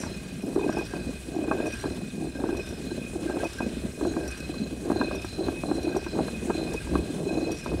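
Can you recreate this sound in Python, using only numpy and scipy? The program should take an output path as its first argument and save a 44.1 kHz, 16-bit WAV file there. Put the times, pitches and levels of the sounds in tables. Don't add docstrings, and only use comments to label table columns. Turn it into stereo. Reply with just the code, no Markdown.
import sys
import numpy as np
from scipy import signal
from scipy.fft import rfft, irfft, next_fast_len
from scipy.io import wavfile
from scipy.ndimage import uniform_filter1d

SR = 44100
rng = np.random.default_rng(int(sys.argv[2]) if len(sys.argv) > 2 else 0)


def to_wav(sig):
    pcm = np.clip(np.atleast_2d(sig), -1, 1) * 32767
    pcm = np.round(pcm).astype(np.int16)
    wavfile.write(sys.argv[1], SR, pcm.T)


def volts_from_decibels(level):
    exponent = np.asarray(level, float) / 20
    return 10 ** exponent


N = 343980

# t/s, peak level/dB, thud re peak/dB, bright snap re peak/dB
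KERNEL_CRACKS = [(0.035, -26.5, 5.5, 5.5), (0.561, -17, 6, -17), (0.693, -15, 2, -10),
                 (0.769, -17, -6, -14), (0.936, -23.5, 3, 0), (1.513, -8, -14, -5), (1.6, -21, 9, -17),
                 (1.84, -19, -12, -1), (1.855, -18, 1, -25), (2.438, -15.5, 3, -22), (3.297, -17.5, 1, -13),
                 (3.368, -18.5, 3, -14), (3.434, -12, -18, -29), (3.605, -17, -3.5, -2.5),
                 (4.011, -19, 1, -10), (4.05, -18.5, 4, -7), (4.166, -16.5, 2, -9), (4.9, -14.5, 4, -14),
                 (4.917, -14, 1, -27), (5.013, -15, -2, 4.5), (5.112, -19.5, -7, -9), (5.246, -25.5, 2, 0),
                 (5.484, -18, 3.5, -4), (5.636, -15.5, -4, -27), (5.713, -14.5, 4, -9),
                 (5.947, -21, 5, -26), (6.189, -14, -2, -24), (6.282, -24, -19, -1), (6.503, -15.5, 5, -2),
                 (6.954, -18, 9, 1.5), (7.661, -16, -10, -10), (6.064, -29, 1, 6), (6.872, -27, -3, -1)]
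# f/Hz, level/dB per Hz
HISS_COLOUR = [(600, -1.5), (1000, -5), (1400, -2.5), (2000, -1), (3300, -1.5), (4400, -6.5), (5450, -10.5),
               (7400, -14), (7750, -10.5), (9300, -9.5), (10500, -13.5), (10900, -17.5), (13000, -25),
               (15600, -29)]
# t/s, length/s, force on upper stone/dB, swell over the stroke/dB, lower stone level/dB
ARM_STROKES = [(0.0, 0.44, -43.5, -17, -38), (0.453, 0.34, -31, 6.5, -37), (0.964, 0.17, -37, -6, -37.5),
               (1.304, 0.36, -31, 12.5, -38.5), (1.86, 0.23, -39, -17, -35.5),
               (2.156, 0.097, -37.5, 10, -35.5), (2.383, 0.21, -31, 1.5, -40),
               (2.697, 0.37, -38.5, -4, -37.5), (3.142, 0.29, -33, 8, -41), (3.625, 0.26, -36.5, -2, -36),
               (4.025, 0.25, -31, -4.5, -39), (4.418, 0.32, -38, 2, -37.5), (4.852, 0.31, -30.5, 1, -37.5),
               (5.377, 0.19, -32, -3, -36.5), (5.663, 0.31, -30, 2, -38.5),
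               (6.162, 0.21, -33.5, -13.5, -34.5), (6.44, 0.31, -32, 2.5, -37.5),
               (6.914, 0.083, -29.5, 2, -32.5), (7.057, 0.45, -31.5, 9.5, -35.5),
               (7.673, 0.11, -29.5, 6, -35)]
# t/s, length/s, level/dB
LOOSE_SPELLS = [(0.0, 0.012, -46.5), (0.74, 0.16, -60), (1.696, 0.088, -54.5), (2.62, 0.064, -61),
                (3.46, 0.12, -62), (4.277, 0.048, -58), (5.137, 0.14, -66), (5.97, 0.093, -60),
                (6.745, 0.077, -68), (7.516, 0.067, -58)]
MEAN_FORCE_DB, GRIP_DB = -34, -65.5


def rms_one(x):
    return x / np.sqrt(np.mean(x ** 2) + 1e-20)


def in_time(rows):
    s, *columns = np.transpose(rows)
    return [np.interp(np.arange(N) / SR, s, c) for c in columns]


def at_hz(points, hz, order=1):
    points = np.array(points)
    return np.interp(np.log(hz), np.log(points[:, 0]), points[:, order])


def drift(rate):
    r = np.exp(-80 * np.pi * rate / SR)
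    slow = signal.lfilter([1], [1, -2 * r, r * r], rng.standard_normal(N // 40 + 2002))[2000:]
    return np.interp(np.arange(N) / 40, np.arange(len(slow)), rms_one(slow - slow.mean()))


def ring(clicks, hz, width_hz):
    r, w = np.exp(-np.pi * width_hz / SR), 2 * np.pi * hz / SR
    return signal.lfilter([0, np.sin(w)], [1, -2 * r * np.cos(w), r * r], clicks + 1e-18)


def grains(per_s, spread_db):
    sizes = volts_from_decibels(spread_db * np.minimum(rng.exponential(1, N), 4))
    return sizes * (rng.random(N) < per_s / SR)


def struck(rows, strengths):
    clicks = np.zeros(N)
    clicks[[round(row[0] * SR) for row in rows]] = strengths
    return clicks


def pair(both, alike, pan_db):
    alike = np.clip(alike, 0, 1)
    left, right = np.sqrt(1 + alike) * both[0] + np.sqrt(1 - alike) * both[1] * [[1], [-1]]
    return np.array([left * volts_from_decibels(pan_db / 2), right * volts_from_decibels(-pan_db / 2)]) / np.sqrt(2)


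def evened(x, span_s, share):
    power = uniform_filter1d(np.mean(x ** 2, axis=0), round(span_s * SR))
    return rms_one(x / (power + 1e-3 * power.mean()) ** (np.clip(share, 0, 1) / 2))


def swells(rows, rest_db, rise, fall):
    t = np.arange(0, N + 64, 64) / SR
    power = volts_from_decibels(2 * rest_db)
    for s, length, db, tilt in rows:
        through = np.clip((t - s) / length, 0, 1) - .5
        before, after = np.maximum(s - t, 0), np.maximum(t - s - length, 0)
        power = power + volts_from_decibels(2 * (db + tilt * through - rise * before - fall * after))
    return np.interp(np.arange(N) / SR, t, 10 * np.log10(power))


def flat(rows):
    return [(*row, 0) for row in rows]


def arm():
    return swells(np.array(ARM_STROKES)[:, :4], rest_db=-46, rise=261, fall=250)


def looseness():
    return swells(flat(LOOSE_SPELLS), GRIP_DB, rise=200, fall=216)


def lull():
    after_s, length_s, depth_db = 0.47, 0.075, -4
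    parted = swells([(s + after_s, length_s, 0, 0) for s, _, _ in LOOSE_SPELLS], -33, rise=200, fall=200)
    return depth_db * volts_from_decibels(parted)


def stone_loads():
    lower_rows = [(s, length, db, 0.072 * tilt) for s, length, _, tilt, db in ARM_STROKES]
    lower = swells(lower_rows, rest_db=-47, rise=150, fall=120)
    upper = arm()
    crunch = -44.5 + upper - MEAN_FORCE_DB
    return lower - 2.5, upper - 3.5, crunch


def lobes():
    # t/s, length/s, level/dB
    low_catches = [(0.69, 0.062, -45), (0.91, 0.066, -49), (1.503, 0.16, -48), (1.734, 0.14, -46.5),
                   (2.39, 0.31, -54), (3.28, 0.22, -55), (3.582, 0.059, -51), (4.02, 0.12, -54),
                   (4.218, 0.19, -51), (4.91, 0.14, -49), (5.08, 0.08, -54), (5.918, 0.13, -55),
                   (6.492, 0.11, -54), (6.88, 0.11, -55)]
    mid_catches = [(0.606, 0.037, -50.5), (0.779, 0.042, -44.5), (1.43, 0.32, -51.5), (2.1, 0.25, -57),
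                   (2.497, 0.195, -50.5), (3.032, 0.043, -47), (3.435, 0.027, -54), (3.609, 0.011, -56),
                   (4.283, 0.24, -51.5), (5.008, 0.24, -44.5), (5.566, 0.045, -45.5), (5.834, 0.068, -48.5),
                   (6.041, 0.033, -47), (6.346, 0.076, -51), (6.536, 0.076, -47), (6.684, 0.097, -46.5),
                   (7.277, 0.27, -49.5), (7.654, 0.013, -43)]
    high_catches = [(0.08, 0.073, -54), (0.99, 0.12, -59), (1.78, 0.17, -57), (2.86, 0.092, -55),
                    (4.06, 0.047, -51), (4.38, 0.28, -54), (4.96, 0.1, -49), (5.29, 0.19, -52),
                    (5.669, 0.23, -52), (6.1, 0.21, -54), (6.55, 0.098, -50), (6.95, 0.093, -56),
                    (7.28, 0.19, -52), (3.59, 0.054, -55)]
    # level re catch/dB, singing between catches/dB, share of the arm's force
    sing_law = [
        (-3, -60.5, 0.21),
        (-1.5, -55.5, 0.043),
        (0.5, -60.5, 0.14),
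    ]
    out, force_db, parting_db = [], arm() - MEAN_FORCE_DB, lull()
    for rows, (catch_db, hum_db, share) in zip((low_catches, mid_catches, high_catches), sing_law):
        caught = catch_db + swells(flat(rows), rest_db=-90, rise=279, fall=235)
        hum = hum_db + share * force_db + 0.8 * parting_db
        out.append(10 * np.log10(volts_from_decibels(2 * caught) + volts_from_decibels(2 * hum)))
    mean_db = np.mean(LOOSE_SPELLS, axis=0)[2]
    shaken = [(s, length, -59 + 0.1 * (db - mean_db), 0) for s, length, db in LOOSE_SPELLS]
    return out + [swells(shaken, rest_db=-66, rise=130, fall=47)]


def high_pings():
    pitches = np.geomspace(6800, 14500, 28)
    hits = rng.random((len(pitches), N)) < 12.0 / SR
    sizes = rng.standard_normal((2, N))
    pings = sum(volts_from_decibels(.7 * at_hz(HISS_COLOUR, hz)) * ring(hit * sizes, hz, 40) for hz, hit in zip(pitches, hits))
    return rms_one(pings) * volts_from_decibels([[-60], [-56]])


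def meal():
    # t/s, level/dB
    meal_flow = [(0.0, -54.5), (0.54, -55), (2.11, -55), (2.65, -58), (2.98, -53), (5.26, -55.5),
                 (5.63, -52.5), (6.04, -58), (6.3, -51), (7.8, -56)]
    parting_db = lull()
    dust_db = in_time(meal_flow)[0] + 1.0 - 0.4 * parting_db
    grit_db = -56 + 0.88 * (dust_db - dust_db.mean()) + 0.39 * (looseness() - GRIP_DB) + parting_db
    size = next_fast_len(N)
    hz = np.maximum(np.arange(size // 2 + 1) * SR / size, 1)
    flicker = rng.standard_normal((2, N)) * volts_from_decibels(1.43 * drift(26))
    noise = rfft(flicker, size) * volts_from_decibels(at_hz(HISS_COLOUR, hz))
    place = 3 * np.log2(hz / 650)
    bands = np.zeros((3, 2, N))
    for k in range(15):
        band = irfft(noise * np.clip(1 - abs(place - k), 0, 1), size)[:, :N]
        group = np.searchsorted([10, 13], k, side="right")
        bands[group] += volts_from_decibels(1.3 * drift(7) * (group < 2)) * band
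    levels_db = grit_db + 7.5, dust_db + 0.84, 0.35 * dust_db - 49.5
    return sum(volts_from_decibels(db) * rms_one(band) for db, band in zip(levels_db, bands))


def stand():
    # t/s, level/dB
    rumble_level = [(0.0, -39), (0.06, -37), (0.28, -49.5), (1.02, -38), (1.32, -45.5), (1.89, -36.5),
                    (2.02, -50), (2.61, -36), (2.78, -42.5), (4.34, -40.5), (4.78, -45.5), (4.97, -33.5),
                    (5.06, -39.5), (6.71, -42), (6.97, -28.5), (7.1, -42.5), (7.63, -42.5), (7.8, -28)]
    # f/Hz, width/Hz, level/dB
    stand_modes = [
        (42, 10, -9.5),
        (64, 8.6, -2),
        (82.6, 39, -3),
        (111, 26, -6),
    ]
    modes = np.zeros((2, N))
    for hz, width_hz, db in stand_modes:
        shaken = ring(rng.standard_normal((2, N)), hz, width_hz)
        modes += volts_from_decibels(db) * rms_one(ring(shaken, hz, 2.6 * width_hz))
    return volts_from_decibels(in_time(rumble_level)[0]) * evened(modes, 0.29, share=0.97)


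def squeaks():
    # t/s, length/s, start f/Hz, end f/Hz, level/dB
    glides = [
        (1.785, 0.145, 11950, 8300, -61),
        (2.18, .08, 9900, 10650, -60),
        (3.55, 0.085, 10600, 9600, -57),
        (5.35, 0.099, 9700, 8500, -58),
        (5.635, .05, 9600, 10050, -52),
        (6.938, 0.059, 10100, 8700, -54),
        (7.115, 0.085, 8600, 9800, -55),
    ]
    out, waver = np.zeros(N), drift(49)
    for s, length, from_hz, to_hz, db in glides:
        on = slice(round(s * SR), round((s + length) * SR))
        through = np.linspace(0, 1, on.stop - on.start)
        hz = from_hz + (to_hz - from_hz) * through + 25 * waver[on]
        fade = np.sqrt(np.sin(np.pi * through) + 1e-9)
        out[on] += fade * volts_from_decibels(db + 1.5 * waver[on]) * np.sin(2 * np.pi * np.cumsum(hz) / SR)
    return out * volts_from_decibels([[3], [-4]])


def pivot():
    # t/s, peak level/dB
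    tick_hits = [(0.7008, -37), (1.6661, -35), (1.7674, -40), (1.808, -34), (1.784, -40), (1.796, -40),
                 (1.83, -38), (2.6778, -42), (3.4965, -39), (3.5818, -38), (5.217, -35.5), (5.5682, -51),
                 (0.7251, -40), (0.782, -35), (0.851, -37.5), (1.351, -39), (1.6576, -37.5), (1.719, -40),
                 (1.7366, -36), (2.5686, -32.5), (2.66, -38), (2.688, -35), (3.441, -31.5), (3.531, -32.5),
                 (4.067, -34), (4.276, -30.5), (4.309, -36), (4.373, -33), (4.3997, -34), (4.915, -34),
                 (5.151, -32), (5.246, -35), (5.7144, -43), (5.7468, -42), (5.8287, -32), (5.965, -30.5),
                 (6.0376, -39), (6.7337, -29), (7.5154, -31), (7.5831, -39), (7.641, -34.5)]
    # f/Hz, width/Hz, level/dB, left-right/dB
    pivot_modes = [(5718, 40, 0.5, -14), (6180, 170, -4, 8), (7350, 150, -3.5, -6), (8580, 48, -9, -19),
                   (9010, 47, -8, -14), (11300, 55, -15.5, -12)]
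    level_db = looseness()
    chatter = volts_from_decibels(level_db - 3.0) * rms_one(grains(500 * volts_from_decibels(6 * drift(30)), spread_db=1.0))
    r = np.exp(-1 / (0.0026 * SR))
    hits = struck(tick_hits, volts_from_decibels(np.array(tick_hits)[:, 1] - 8.5))
    slips = signal.lfilter([1], [1, -2 * r, r * r], hits) * (1 - r) * np.e
    loose = volts_from_decibels(0.98 * (level_db + 53.5))
    out = np.zeros((2, N))
    for hz, width_hz, db, pan_db in pivot_modes:
        both = rng.standard_normal((2, N))
        unit = np.sqrt(4 * np.pi * width_hz / SR)
        rung = ring((unit * chatter + 0.14 * loose * slips) * both, hz, width_hz)
        out += volts_from_decibels(db) * pair(rung, 0.4, pan_db)
    spray = slips + .9 * uniform_filter1d(chatter, size=130)
    spray = spray * rng.standard_normal((2, N)) * volts_from_decibels([[0], [3]])
    return out + 1.13 * signal.sosfilt(signal.butter(2, [3500, 11000], "band", fs=SR, output="sos"), spray)


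def singing():
    # f/Hz, width/Hz, level in family/dB, left-right/dB, likeness 0-1
    stone_modes = [
        [(1566, 71, 2, 4, 1), (1607, 27, 0.5, -6.5, 1)],
        [(2491, 19, 9.5, -2, 0.25), (2537, 9.5, 7.5, 4.5, 0.45), (3635, 56, -4.5, 5, 0.95)],
        [(4066, 42, 7, -19.5, 1), (4097, 24, 9, -7.5, 1), (6610, 41, 0, -6, 0)],
        [(5220, 33, 12, -2, 0.96), (5170, 27, 7, -9, 0.9), (4665, 32, 8.5, 15.5, 0.3), (7980, 28, 4, -2, .5)],
    ]
    # t/s, peak level/dB
    low_kicks = [(0.7834, -34), (0.9074, -40), (1.5918, -36), (1.7396, -37), (1.8182, -33), (2.353, -36.5),
                 (2.49, -37.5), (3.308, -31.5), (6.71, -39), (7.63, -39), (2.9047, -37), (3.2735, -35),
                 (3.4007, -31), (3.583, -31.5), (4.2348, -41), (5.1023, -42), (5.9274, -39), (6.067, -41),
                 (6.8044, -38), (7.3018, -39)]
    mid_kicks = [(1.41, -43), (6.34, -37), (6.98, -39), (6.77, -31.5), (0.176, -42), (0.625, -34),
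                 (0.7888, -36), (0.9523, -41), (1.1567, -40), (1.618, -39), (1.657, -34), (1.726, -36),
                 (2.596, -32.5), (3.4451, -30.5), (3.6173, -33), (4.3104, -35), (5.0699, -32.5),
                 (5.145, -37), (5.6256, -38), (5.9144, -40), (7.2873, -35)]
    grit = grains(1500 * volts_from_decibels(3 * drift(25)), spread_db=3.5)
    crack_columns = np.array(KERNEL_CRACKS)
    blows = struck(KERNEL_CRACKS, volts_from_decibels(crack_columns[:, 1] + crack_columns[:, 3] - 10.5))
    out = np.zeros((2, N))
    for db, family in zip(lobes(), stone_modes):
        sound = np.zeros((2, N))
        for hz, width_hz, level_db, pan_db, alike in family:
            wander = volts_from_decibels(level_db + 3.2 * drift(3.9))
            rubbed = rms_one(ring(grit * rng.standard_normal((2, N)), hz, width_hz))
            sound += wander * pair(rubbed, alike, pan_db)
        out += volts_from_decibels(db + 5.0) * evened(sound, 0.051, share=0.7)
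    low, mid = (struck(rows, volts_from_decibels(np.array(rows)[:, 1] - 1.5)) for rows in (low_kicks, mid_kicks))
    low_roll, mid_roll = 0.015 * ring(low, 1590, 54), 0.015 * ring(mid, 2510, 54)
    return out + ring(blows + low_roll, 1596, 41) + ring(0.32 * blows + mid_roll, 2515, 29.3)


def thuds():
    # t/s, peak level/dB, f/Hz
    collapse_thuds = [(0.44, -24, 273), (0.485, -19, 283), (0.647, -18, 401), (0.668, -14, 315),
                      (0.968, -26, 230), (0.985, -30, 366), (1.071, -22.5, 260), (1.096, -22, 258),
                      (1.288, -23.5, 300), (1.354, -25, 364), (1.368, -17, 322), (1.393, -18.5, 308),
                      (1.415, -22, 366), (1.429, -23, 283), (1.444, -24, 335), (1.485, -20, 340),
                      (1.532, -20, 382), (1.556, -20, 367), (1.635, -31, 354), (1.652, -24, 314),
                      (1.67, -22, 311), (1.74, -26, 240), (1.842, -22.5, 352), (1.884, -25, 373),
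                      (1.911, -26, 270), (1.993, -24.5, 253), (2.215, -27.4, 313), (2.228, -19, 316),
                      (2.248, -22, 317), (2.274, -24.5, 338), (2.359, -23, 282), (2.405, -22, 273),
                      (2.422, -24, 367), (2.506, -19.5, 326), (2.531, -17, 342), (2.871, -23.5, 238),
                      (2.919, -22, 344), (2.984, -25, 253), (3.161, -22, 330), (3.225, -22.5, 316),
                      (3.261, -20, 324), (3.295, -23.5, 303), (3.314, -27, 350), (3.404, -24.2, 410),
                      (3.453, -25, 350), (3.635, -23, 227), (3.669, -19.5, 240), (3.773, -21, 255),
                      (3.854, -21, 224), (4.03, -14.5, 303), (4.075, -14, 338), (4.114, -23, 280),
                      (4.18, -15.5, 326),
                      (4.408, -29, 307), (4.437, -30, 255), (4.5, -21, 312), (4.546, -29.5, 482),
                  (4.605, -20, 203), (4.62, -18.5, 229), (4.632, -21, 248), (4.731, -25.8, 316),
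                  (4.862, -22, 334), (4.965, -15, 338), (5.009, -13, 274), (5.032, -17, 387),
                  (5.074, -22, 308), (5.136, -26, 292), (5.168, -28, 385), (5.397, -18, 342),
                  (5.413, -17, 340), (5.508, -25, 288), (5.56, -30, 272), (5.759, -23, 330),
                  (5.875, -15, 332), (5.968, -14.5, 377), (5.983, -22.5, 404), (6.069, -27, 353),
                  (6.135, -25, 336), (6.21, -12.5, 300), (6.239, -20, 268), (6.338, -22.5, 237),
                  (6.457, -22, 250), (6.499, -14.5, 288), (6.555, -17, 325), (6.583, -20, 320),
                  (6.614, -20, 356), (6.632, -18.5, 333), (6.659, -24, 342), (6.747, -23, 456),
                  (6.874, -36, 314), (6.923, -19, 320), (6.946, -30, 335), (7.104, -19.5, 299),
                  (7.271, -17, 367), (7.313, -20.5, 330), (7.376, -15, 298), (7.431, -18, 320),
                  (7.486, -20, 340), (7.497, -23, 383), (7.512, -32, 360), (7.531, -22, 333),
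                  (7.678, -31, 266),
                      (0.531, -27, 328), (.582, -15, 387), (.598, -20, 412), (0.753, -27, 368),
                     (5.703, -18, 264), (5.79, -27, 327), (5.808, -27, 327), (5.848, -22, 308),
                     (7.712, -24.5, 330), (7.744, -20, 328)]
    rise_s, thud_db, knock_db, knock_ratio = 0.00602, -2.2, -10.5, 2.1
    rows, t = collapse_thuds, np.arange(round(.06 * SR)) / SR
    out, chance = np.zeros((2, N + SR)), rng.standard_normal((len(rows), 4))
    for (s, db, hz), (side, turn, knock, detune) in zip(rows, chance):
        slow, fast = t / rise_s, 3.0 * t / rise_s
        low = (slow * np.exp(1 - slow)) ** 2 * np.sin(2 * np.pi * hz * t + turn)
        high = fast * np.exp(1 - fast) * np.sin(2 * np.pi * hz * knock_ratio * (1 + 0.1 * detune) * t)
        sound = low + volts_from_decibels(knock_db + 3.6 * knock) * high
        i = max(round((s - rise_s) * SR), 0)
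        out[:, i:i + len(t)] += volts_from_decibels(db + thud_db) * sound * [[1], [0.94 * side]]
    return out[:, :N]


def cracks():
    # t/s, peak level/dB
    soft_gives = [(0.611, -23.5), (0.574, -26), (1.442, -27), (1.481, -25), (1.661, -25), (3.158, -39),
                  (2.353, -31), (2.49, -19), (5.689, -30), (5.879, -23), (6.498, -18)]
    # t/s, peak level/dB
    hard_chips = [(.063, -24), (0.81, -21), (.792, -28), (.636, -24), (.968, -31), (2.4, -25), (3.453, -24),
                  (3.617, -24), (3.441, -22), (5.966, -19), (6.175, -21), (6.595, -28), (9.6, -27),
                  (7.717, -21.5), (7.739, -33.5)]
    t = np.arange(round(.05 * SR)) / SR
    kernels = KERNEL_CRACKS + [(s, db, 5, -17) for s, db in soft_gives]
    kernels += [(s, db, -7.5, -27) for s, db in hard_chips]
    out, chance = np.zeros((2, N)), rng.standard_normal((len(kernels), 3, len(t)))
    for (s, db, thud_db, snap_db), noise in zip(kernels, chance):
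        force = 0.096 * noise[:2] * np.exp(-t / 0.0085)
        force[:, 0] += [1, .5 * noise[2, 9]]
        first = force * (t == 0)
        detune = 1 + 0.07 * noise[2]
        swell = 2.52 * (t / 0.003 * np.exp(1 - t / 0.0026)) ** 2
        thud = swell * np.sin(2 * np.pi * 335 * detune[0] * t) * force[:, :1]
        knock = ring(force, 600 * detune[3], 240) - ring(force, 800 * detune[4], 237)
        snap = ring(force, 1050 * detune[5], 180) + ring(force, 1350 * detune[6], 250)
        snap = snap - ring(force, 1190 * detune[7], 220)
        push = volts_from_decibels(5.0) * ring(first, 860, 580) + volts_from_decibels(snap_db + 3.0) * ring(first, 890, 810)
        sound = push + volts_from_decibels(thud_db - 5.5) * thud + knock + volts_from_decibels(snap_db - 6.0) * snap
        i = round(s * SR)
        out[:, i:i + len(t)] += volts_from_decibels(db - 0.5) * sound[:, :N - i]
    return signal.sosfilt(signal.butter(3, [150, 1800], "band", fs=SR, output="sos"), out)


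def crushing():
    # f/Hz, level/dB per Hz
    body_colour = [(71, -41), (120, -12.5), (158, 0), (292, -1.5), (327, 2.5), (521, -8), (637, -8),
                   (884, -21), (1080, -23.5), (1390, -44), (1500, -33), (1950, -55), (3300, -120)]
    kernels = grains(560 * volts_from_decibels(3.5 * drift(14)), spread_db=3.5)
    at = np.flatnonzero(kernels)
    push = rng.choice([-1, 1], (2, len(at)))
    bands = np.zeros((3, 2, N))
    for k, hz in enumerate(np.geomspace(125, 1450, 18)):
        clicks = np.zeros((2, N))
        clicks[:, at] = kernels[at] * ((-1) ** k * push + 1.03 * rng.standard_normal((2, len(at))))
        mode = rms_one(ring(ring(clicks, hz, 0.13 * hz), hz, 0.63 * hz))
        bands[np.searchsorted([260, 500], hz)] += volts_from_decibels(at_hz(body_colour, hz)) * np.sqrt(hz) * mode
    return sum(volts_from_decibels(db + 2.0) * evened(band, 0.042, share=0.41) for db, band in zip(stone_loads(), bands))


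def ports(both):
    # f/Hz, left-right/dB, likeness 0-1, left lead/rad
    port_law = [(59.6, 0, 1, 0.15), (151, 0.5, 0.97, -0.46), (342, -1, 0.8, -0.74), (620, -6.5, 0.6, -1.16),
                (920, -1, 0.09, -0.53), (1100, 1, 0.85, -0.5), (2000, -0.5, 0, -1.5),
                (4400, -3, 0.26, 0.97), (8500, -8, 0.02, -0.36), (10300, 2.5, 0.06, -0.16),
                (14000, -16, 0, 0)]
    size = next_fast_len(N)
    hz = np.maximum(np.arange(size // 2 + 1) * SR / size, 1)
    left, right = pair(rfft(both, size), at_hz(port_law, hz, order=2), at_hz(port_law, hz, order=1))
    turn = np.exp(.5j * at_hz(port_law, hz, order=3))
    return irfft(np.array([left * turn, right / turn]), size)[:, :N]


def scene():
    mill = meal() + stand() + thuds() + cracks() + crushing()
    ringing = high_pings() + squeaks() + pivot() + singing()
    return ports(mill) + ringing


def low_pass(x):
    return signal.sosfilt(signal.butter(12, 15780, fs=SR, output="sos"), x)


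def record(dry):
    rounded = 0.5 * np.tanh(dry / 0.5)
    low_cut = signal.sosfilt(signal.butter(2, 40, "high", fs=SR, output="sos"), rounded)
    top_cut = signal.sosfilt(signal.ellip(10, .5, 60, 15710, fs=SR, output="sos"), low_cut)
    return low_pass(top_cut)


dry = scene()
out = record(dry)
to_wav(out)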